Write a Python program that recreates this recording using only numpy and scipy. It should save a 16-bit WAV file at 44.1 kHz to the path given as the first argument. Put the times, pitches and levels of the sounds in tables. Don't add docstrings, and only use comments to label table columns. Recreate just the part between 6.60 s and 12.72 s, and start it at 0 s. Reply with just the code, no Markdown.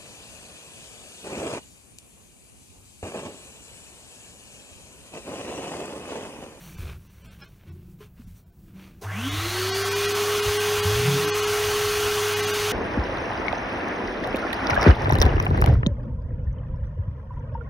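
import sys
import numpy as np
from scipy import signal
from scipy.fft import rfft, irfft
from scipy.io import wavfile
from scipy.ndimage import uniform_filter1d, map_coordinates

SR = 44100
rng = np.random.default_rng(int(sys.argv[2]) if len(sys.argv) > 2 else 0)


def unload_wav(signal):
    wavfile.write(
        sys.argv[1],
        SR,
        np.round(np.clip(np.atleast_2d(signal).T, -1, 1) * 32767).astype(np.int16),
    )


def amplitude_ratio(level_db):
    exponent = np.asarray(level_db, float) / 20
    return 10 ** exponent


N = 269892
T = np.arange(N) / SR
SWITCH_S = 2.41


def unit(x):
    return x / np.sqrt(np.mean(x ** 2) + 1e-20)


def evened(x, size):
    return x / np.sqrt(np.abs(uniform_filter1d(x ** 2, size=size)) + 1e-20)


def along(points, hz):
    f, level = np.transpose(points)
    return np.interp(np.log(hz + 1), np.log(f + 1), level)


def curves(rows):
    s, *columns = np.transpose(rows)
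    return [np.interp(T, s, column) for column in columns]


def sounding(rows):
    return np.clip(np.minimum(T - rows[0][0], rows[-1][0] + .01 - T) / .01, 0, 1)


def wobble(rate):
    return map_coordinates(rng.standard_normal(int(N * rate / SR) + 4), [T * rate])


def swell(s, db, width):
    return amplitude_ratio(db) * np.exp(-.5 * ((T - s) / width) ** 2)


def grit(spread_db):
    return rng.standard_normal(N) * amplitude_ratio(spread_db * wobble(900))


def noise(gain, patchy_db, source=None, size=1024):
    source = rng.standard_normal(N) if source is None else source
    hz, s, z = signal.stft(source, SR, nperseg=size)
    field = uniform_filter1d(rng.standard_normal(z.shape), size=8, axis=0)
    field = uniform_filter1d(field, size=6, axis=1)
    shaped = z * amplitude_ratio(patchy_db * unit(field)) * gain(hz[:, None], s)
    return signal.istft(shaped, SR, nperseg=size)[1][:N]


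def colored(points, patchy_db, source=None, size=1024):
    return noise(lambda hz, s: amplitude_ratio(along(points, hz)), patchy_db, source, size)


def tone(hz):
    return np.sqrt(2) * np.sin(2 * np.pi * np.cumsum(hz * np.ones(N)) / SR + rng.uniform(0, 2 * np.pi))


# f/Hz, level/dB (relative)
FLOOR_SPECTRUM = [(15, -73), (25, -65), (43, -25), (59, 2.5), (80, -20), (113, -11), (148, -10.5),
                  (179, -14.5), (352, -28.5), (1640, -44), (2970, -64), (4950, -91), (15800, -38)]


def room():
    return amplitude_ratio(-54.5) * unit(colored(FLOOR_SPECTRUM, patchy_db=1.5, size=4096))


# f/Hz, level/dB (relative)
FRAME_SPECTRUM = [(20, -23), (35, 8), (50, -3), (85, 2.5), (115, 2), (160, -40.5)]
# f/Hz, level/dB (relative)
TOP_SPECTRUM = [(90, -23), (130, 0.5), (185, 7.5), (230, -12), (310, -8), (400, -18), (600, -51)]
# t/s, frame level/dB, top level/dB
HAND_LEVELS = [(0, -52.5, -52), (.14, -46, -47.5), (.21, -38, -44.5), (.42, -50, -52), (.6, -52, -61),
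               (.68, -47.5, -53), (.9, -57, -55.5), (1.04, -55, -68), (1.08, -50, -46), (1.36, -53, -51.5),
               (1.54, -54, -58), (1.69, -42.5, -48.5), (1.82, -57.5, -62), (2.1, -54.5, -54),
               (2.16, -55, -49.5), (2.41, -53, -54), (2.45, -47, -57)]
# peak t/s, level/dB, width of the bell t/s
JOLTS = [(2.62, -51, .03), (2.78, -39, 0.055), (2.86, -48, .04), (3.89, -31, 0.022), (4.18, -40, 0.023),
         (4.28, -50, .04), (4.37, -30, 0.031), (4.92, -43, 0.053), (5.1, -39.5, 0.069), (5.28, -50, .1),
         (5.42, -41, 0.1), (5.79, -49, .04), (6.01, -47, 0.035)]


def bumps():
    frame = evened(colored(FRAME_SPECTRUM, patchy_db=-0.5, size=4096), size=3000)
    top = evened(colored(TOP_SPECTRUM, patchy_db=4.5, size=4096), size=2000)
    deep = noise(lambda hz, s: amplitude_ratio(along(FRAME_SPECTRUM, hz)) * (hz > 33), patchy_db=-1.5, size=4096)
    deep = evened(deep, size=4000)
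    frame_db, top_db = curves(HAND_LEVELS)
    hands = amplitude_ratio(frame_db + 1.9 * wobble(13.84)) * frame
    hands += amplitude_ratio(top_db + 1.5 * wobble(14)) * top
    tremor = (T > SWITCH_S) * amplitude_ratio(-58 + 5.6 * wobble(6.8))
    jolts = sum(swell(*row) for row in JOLTS)
    return sounding(HAND_LEVELS) * hands + (jolts + tremor) * deep


# t/s, level/dB (before the soft onset), ring f/Hz, fall by 60 dB t/s
HAND_THUMPS = [(.19, -27, 80, 0.2), (0.241, -27.5, 75, 0.43), (1.075, -34, 87.4, 0.63),
               (1.595, -27, 229, 0.054), (1.674, -21.5, 172, 0.04), (2.132, -40.5, 190, 0.6)]


def thumps():
    out = np.zeros(N)
    for s, db, hz, t60 in HAND_THUMPS:
        t = np.clip(T - s, 0, None)
        onset = 1 - np.exp(-t / 0.0068)
        out += amplitude_ratio(db - 60 * t / t60) * np.sin(2 * np.pi * hz * t) * onset
    return out


# start t/s, length t/s, peak level/dB, sheen level/dB (relative to the rub)
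RUB_STROKES = [(-.06, 0.3, -52.5, 1.5), (0.142, 0.22, -48.5, -7), (0.263, 0.13, -53.5, -9),
               (.34, 0.48, -64.5, -0.5), (0.606, 0.23, -58.5, -3.5), (0.78, 0.13, -55, -11),
               (.84, .2, -70, 0), (0.99, 0.083, -65, -20), (1.055, 0.082, -58.5, -14),
               (1.093, 0.25, -72.5, -13), (1.383, 0.11, -58.5, -1.5), (1.56, 0.089, -61, -23),
               (1.63, 0.14, -75, -1), (1.74, 0.091, -69, 8), (2.056, 0.094, -68.5, -19),
               (2.126, .26, -55.5, -7), (2.337, 0.24, -67, -3)]


def strokes():
    peak_at, sharpness = 0.41, 1.58
    rub = amplitude_ratio(-77.5 + 2.7 * wobble(5.86)) * (T < SWITCH_S)
    sheen = amplitude_ratio(-10) * rub
    for s, length, db, sheen_db in RUB_STROKES:
        progress = np.clip((T - s) / length, 0, 1) ** (np.log(.5) / np.log(peak_at))
        shape = amplitude_ratio(db) * np.abs(np.sin(np.pi * progress)) ** sharpness
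        rub = rub + shape
        sheen = sheen + amplitude_ratio(sheen_db) * shape
    return rub, sheen


# f/Hz, level/dB (relative)
RUB_SPECTRUM = [(240, -3), (400, 1.5), (852, -5.5), (951, -2.5), (1630, -1.5), (1840, -6.5), (2580, -2),
                (4930, -15), (5500, -15), (7150, -29), (12100, -120)]
# f/Hz, level/dB (relative)
SHEEN_SPECTRUM = [(2650, -15), (4500, -1), (4990, -19), (5720, 2.5), (6210, -1), (7820, -6.5), (8890, -2.5),
                  (10400, -5.5), (15300, -2.5)]
# f/Hz, fall by 60 dB t/s, level/dB (relative)
KNOCK_RINGS = [(418, 0.15, -7.5), (1043, 0.15, -19), (250, 0.033, -11)]
# t/s, level/dB (scale), length t/s, knock level/dB and bright ping level/dB (both relative)
RASPS_AND_CLICK = [(0.289, -38, 0.012, 1, -30), (0.8197, -31, 0.012, -14.5, -5.5),
                   (1.404, -43, 0.025, 12, -30), (1.593, -67, 0.033, -3, -28), (2.416, -33, 0.039, 5, -35)]


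def scuffing():
    rub_gain, sheen_gain = strokes()
    rub = unit(colored(RUB_SPECTRUM, patchy_db=1.5, source=grit(spread_db=3.0)))
    sheen = unit(colored(SHEEN_SPECTRUM, patchy_db=1))
    out = rub_gain * rub + sheen_gain * sheen
    t = np.arange(SR // 5) / SR
    knock = sum(amplitude_ratio(db - 60 * t / t60) * np.sin(2 * np.pi * hz * t) for hz, t60, db in KNOCK_RINGS)
    flutter = 1 + 0.87 * np.sin(2 * np.pi * 170 * t)
    ping = amplitude_ratio(-60 * t / 0.036) * np.sin(2 * np.pi * 5270 * t) * flutter
    onset = 1 - np.exp(-t / 0.0032)
    for s, db, length, knock_db, ping_db in RASPS_AND_CLICK:
        u = np.clip(T - s, 0, None) / length
        out += amplitude_ratio(db) * rub * u * np.exp(-2 * u)
        ringing = amplitude_ratio(knock_db) * knock + amplitude_ratio(ping_db) * ping
        out[round(s * SR):][:len(t)] += amplitude_ratio(db) * ringing * onset
    return out


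# t/s, slip rate f/Hz, level/dB, octave level/dB
GROAN_PATH = [(4.22, 91.6, -62, -51), (4.26, 91.9, -19, -32), (4.3, 101.5, -30, -55),
              (4.37, 116.1, -26.5, -46), (4.42, 121.4, -30, -44), (4.49, 139.2, -20.5, -50),
              (4.56, 133.6, -25, -36), (4.6, 143.3, -39, -50), (4.67, 156, -39, -37), (4.75, 176, -58, -59)]


def groan():
    rate_hz, level_db, octave_db = curves(GROAN_PATH)
    rate_hz = rate_hz + 3 * wobble(30)
    slips = amplitude_ratio(level_db + 1.3 * wobble(37)) * tone(rate_hz)
    slips += amplitude_ratio(octave_db) * tone(2 * rate_hz)
    panel = swell(4.52, -34 + 1.9 * wobble(30), 0.078) * tone(177 + 4 * wobble(13.0))
    return sounding(GROAN_PATH) * (slips + panel)


FULL_HZ = 417.9


def spin_up():
    kick_share, kick_s, slow_s = .16, .08, .295
    since = np.clip(T - SWITCH_S, 0, None)
    speed = 1 - kick_share * np.exp(-since / kick_s) - (1 - kick_share) * np.exp(-since / slow_s)
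    sag_s = np.clip(T - 4.6, 0, None)
    shaft_hz = FULL_HZ * speed - 0.794 * sag_s
    lag = np.tanh(25 * np.clip(.993 - speed, 0, 1))
    opening = 1 - np.exp(-since / 0.0076)
    return since, speed, sag_s, shaft_hz, lag, opening


# f/Hz, level/dB
SHAFT_CARRY = [(67, -62), (160, -49), (220, -31), (240, -40), (272, -26.5), (289, -42), (303, -33),
               (323, -44.5), (343, -32), (351, -42), (362, -32.5), (392, -28), (398, -29), (404, -27),
               (418, -25.5)]
# multiple of the shaft, offset in hum multiples, full-speed level/dB,
# gain during the run-up level/dB, unsteadiness level/dB
SHAFT_ORDERS = [(2, 0, -45.5, -20, 1.5), (6, 0, -44, -6, 2.5), (12, 0, -51.5, 8.5, 2.5),
                (12, -2, -51, -25, 1.5)]
# t/s, level/dB
HUM_LEVELS = [(2.42, -56), (2.46, -31.5), (2.7, -33), (3.1, -37), (3.8, -42), (4.2, -37.5), (5, -42.5),
              (6.12, -39)]


def motor_tones():
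    hum_hz = 100
    whistle_hz, whistle_width_hz, whistle_db = 2430, 18, 10
    since, speed, sag_s, shaft_hz, lag, opening = spin_up()
    shaft_db = along(SHAFT_CARRY, FULL_HZ * speed) - 1.4 * sag_s
    tones = amplitude_ratio(shaft_db + 0.56 * wobble(30)) * tone(shaft_hz + 1.11 * wobble(40))
    jitter_hz = (.25 + 9 * (1 - speed)) * wobble(90)
    for k, offset, db, early_db, shaky_db in SHAFT_ORDERS:
        sings_db = whistle_db * np.exp(-.5 * ((k * shaft_hz - whistle_hz) / whistle_width_hz) ** 2)
        level_db = db + early_db * lag + sings_db + shaky_db * wobble(18)
        tones += amplitude_ratio(level_db) * speed * tone(k * (shaft_hz + jitter_hz) + offset * hum_hz)
    tones += amplitude_ratio(curves(HUM_LEVELS)[0] + wobble(15)) * tone(hum_hz)
    return opening * tones


# f/Hz, level/dB (relative)
ROAR_SPECTRUM = [(280, -46), (480, -10), (559, -10.5), (652, -3.5), (816, -8.5), (885, -5.5), (1110, -1),
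                 (1200, -11), (1370, -5), (1770, -3.5), (1920, -1), (2560, -4.5), (2640, -2.5),
                 (2890, -0.5), (5500, -12.5), (7150, -14.5), (12100, -120)]
# f/Hz, level/dB (relative)
HISS_SPECTRUM = [(2650, -16.5), (4500, -0.5), (5550, 2.5), (6030, 5.5), (6570, 3), (8150, -3.5), (9310, 1),
                 (11400, -6), (12600, -2.5), (15300, -4.5)]
# f/Hz, level/dB (relative)
RUMBLE_SPECTRUM = [(100, -6.5), (150, -3), (250, -4), (350, -1.5), (470, 2.5), (560, -31)]
# f/Hz, width f/Hz, level/dB (boost)
SHELL_RESONANCES = [(760, 36, 15), (1126, 40, 3), (1281, 270, 10.5), (1550, 23, 7.5), (2885, 27, 2.5),
                    (3337, 25, 17), (4320, 39, 12), (6340, 190, 2)]


def rushing_air():
    since, speed, sag_s, shaft_hz, lag, opening = spin_up()

    def shell(hz):
        return amplitude_ratio(sum(db / (1 + ((hz - c) / (w / 2)) ** 2) for c, w, db in SHELL_RESONANCES))

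    def roar_shape(hz, s):
        shaft = np.interp(s, T, shaft_hz)
        distance = np.log((hz + 1) / (12 * shaft + 1)) / .09
        ridge = amplitude_ratio(6 * np.interp(s, T, lag) * np.exp(-.5 * distance ** 2))
        edge_hz = 13 * shaft + 500
        return amplitude_ratio(along(ROAR_SPECTRUM, hz)) * shell(hz) * ridge / np.sqrt(1 + (hz / edge_hz) ** 8)

    def hiss_shape(hz, s):
        return amplitude_ratio(along(HISS_SPECTRUM, hz)) * shell(hz)

    roar = evened(noise(roar_shape, patchy_db=1.5, source=grit(spread_db=0.5)), size=8000)
    hiss = unit(noise(hiss_shape, patchy_db=0.5, source=grit(spread_db=-0.5)))
    rumble = unit(colored(RUMBLE_SPECTRUM, patchy_db=1.5, size=2048))
    roar_gain = amplitude_ratio(-28.5) * np.abs(speed) ** 1.49
    roar_gain += amplitude_ratio(-39) * opening * np.exp(-since / 0.1)
    hiss_gain = amplitude_ratio(-33 + 0.25 * wobble(1.7)) * np.abs(speed) ** 2.28
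    spit_s = 0.019
    hiss_gain += amplitude_ratio(-38.5) * since / spit_s * np.exp(-since / spit_s)
    return roar_gain * (roar + amplitude_ratio(-12.5) * rumble) + hiss_gain * hiss


def vacuum():
    return motor_tones() + rushing_air()


def scene():
    mono = room() + bumps() + thumps() + scuffing() + groan() + vacuum()
    return np.array([mono, mono])


# middle of the first block t/s, number of blocks
THIN_MOMENTS = [(.166, 1), (.487, 1), (.633, 1), (.679, 2), (.827, 1), (.871, 1), (1.107, 1), (1.659, 1),
                (1.851, 1), (1.915, 1), (2.705, 1), (3.112, 2), (3.238, 1), (3.301, 1), (3.345, 1),
                (3.473, 1), (3.537, 1), (3.814, 1), (3.986, 1), (4.217, 1), (4.666, 1), (4.712, 2),
                (4.815, 1), (4.859, 1), (5.753, 1), (5.818, 1), (5.861, 1), (5.924, 1)]


def thinned(x):
    half = 941
    bar_db, leak_db = 5, -16
    fade = np.sin(np.pi * (np.arange(2 * half) + .5) / (2 * half))
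    hz = np.fft.rfftfreq(2 * half, 1 / SR)
    out = x.copy()
    for s, blocks in THIN_MOMENTS:
        leak = amplitude_ratio(leak_db * blocks ** 2)
        for start in round(s * SR) + half * np.arange(-1, round(blocks) - 1):
            z = rfft(fade * x[start:start + 2 * half])
            power = np.abs(z) ** 2 + 1e-20
            local = np.abs(uniform_filter1d(power, size=25))
            passes = power > local * amplitude_ratio(2 * bar_db * (hz / 6000) ** .55)
            passed = np.abs(uniform_filter1d(power * passes, size=25)) + 1e-20
            boost = np.minimum(np.sqrt(local / passed), amplitude_ratio(13))
            change = np.where(hz > 500, passes * boost + ~passes * leak - 1, 0)
            out[start:start + 2 * half] += fade * irfft(z * change)
    return out


def band_limit(x):
    return signal.sosfilt(signal.butter(12, 16930, fs=SR, output="sos"), x)


def record(dry):
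    spectrum = rfft(thinned(dry[0]))
    narrow = irfft(spectrum * (np.fft.rfftfreq(N, 1 / SR) < 15800), N)
    return band_limit(np.array([narrow, narrow]))


dry = scene()
out = record(dry)
unload_wav(out)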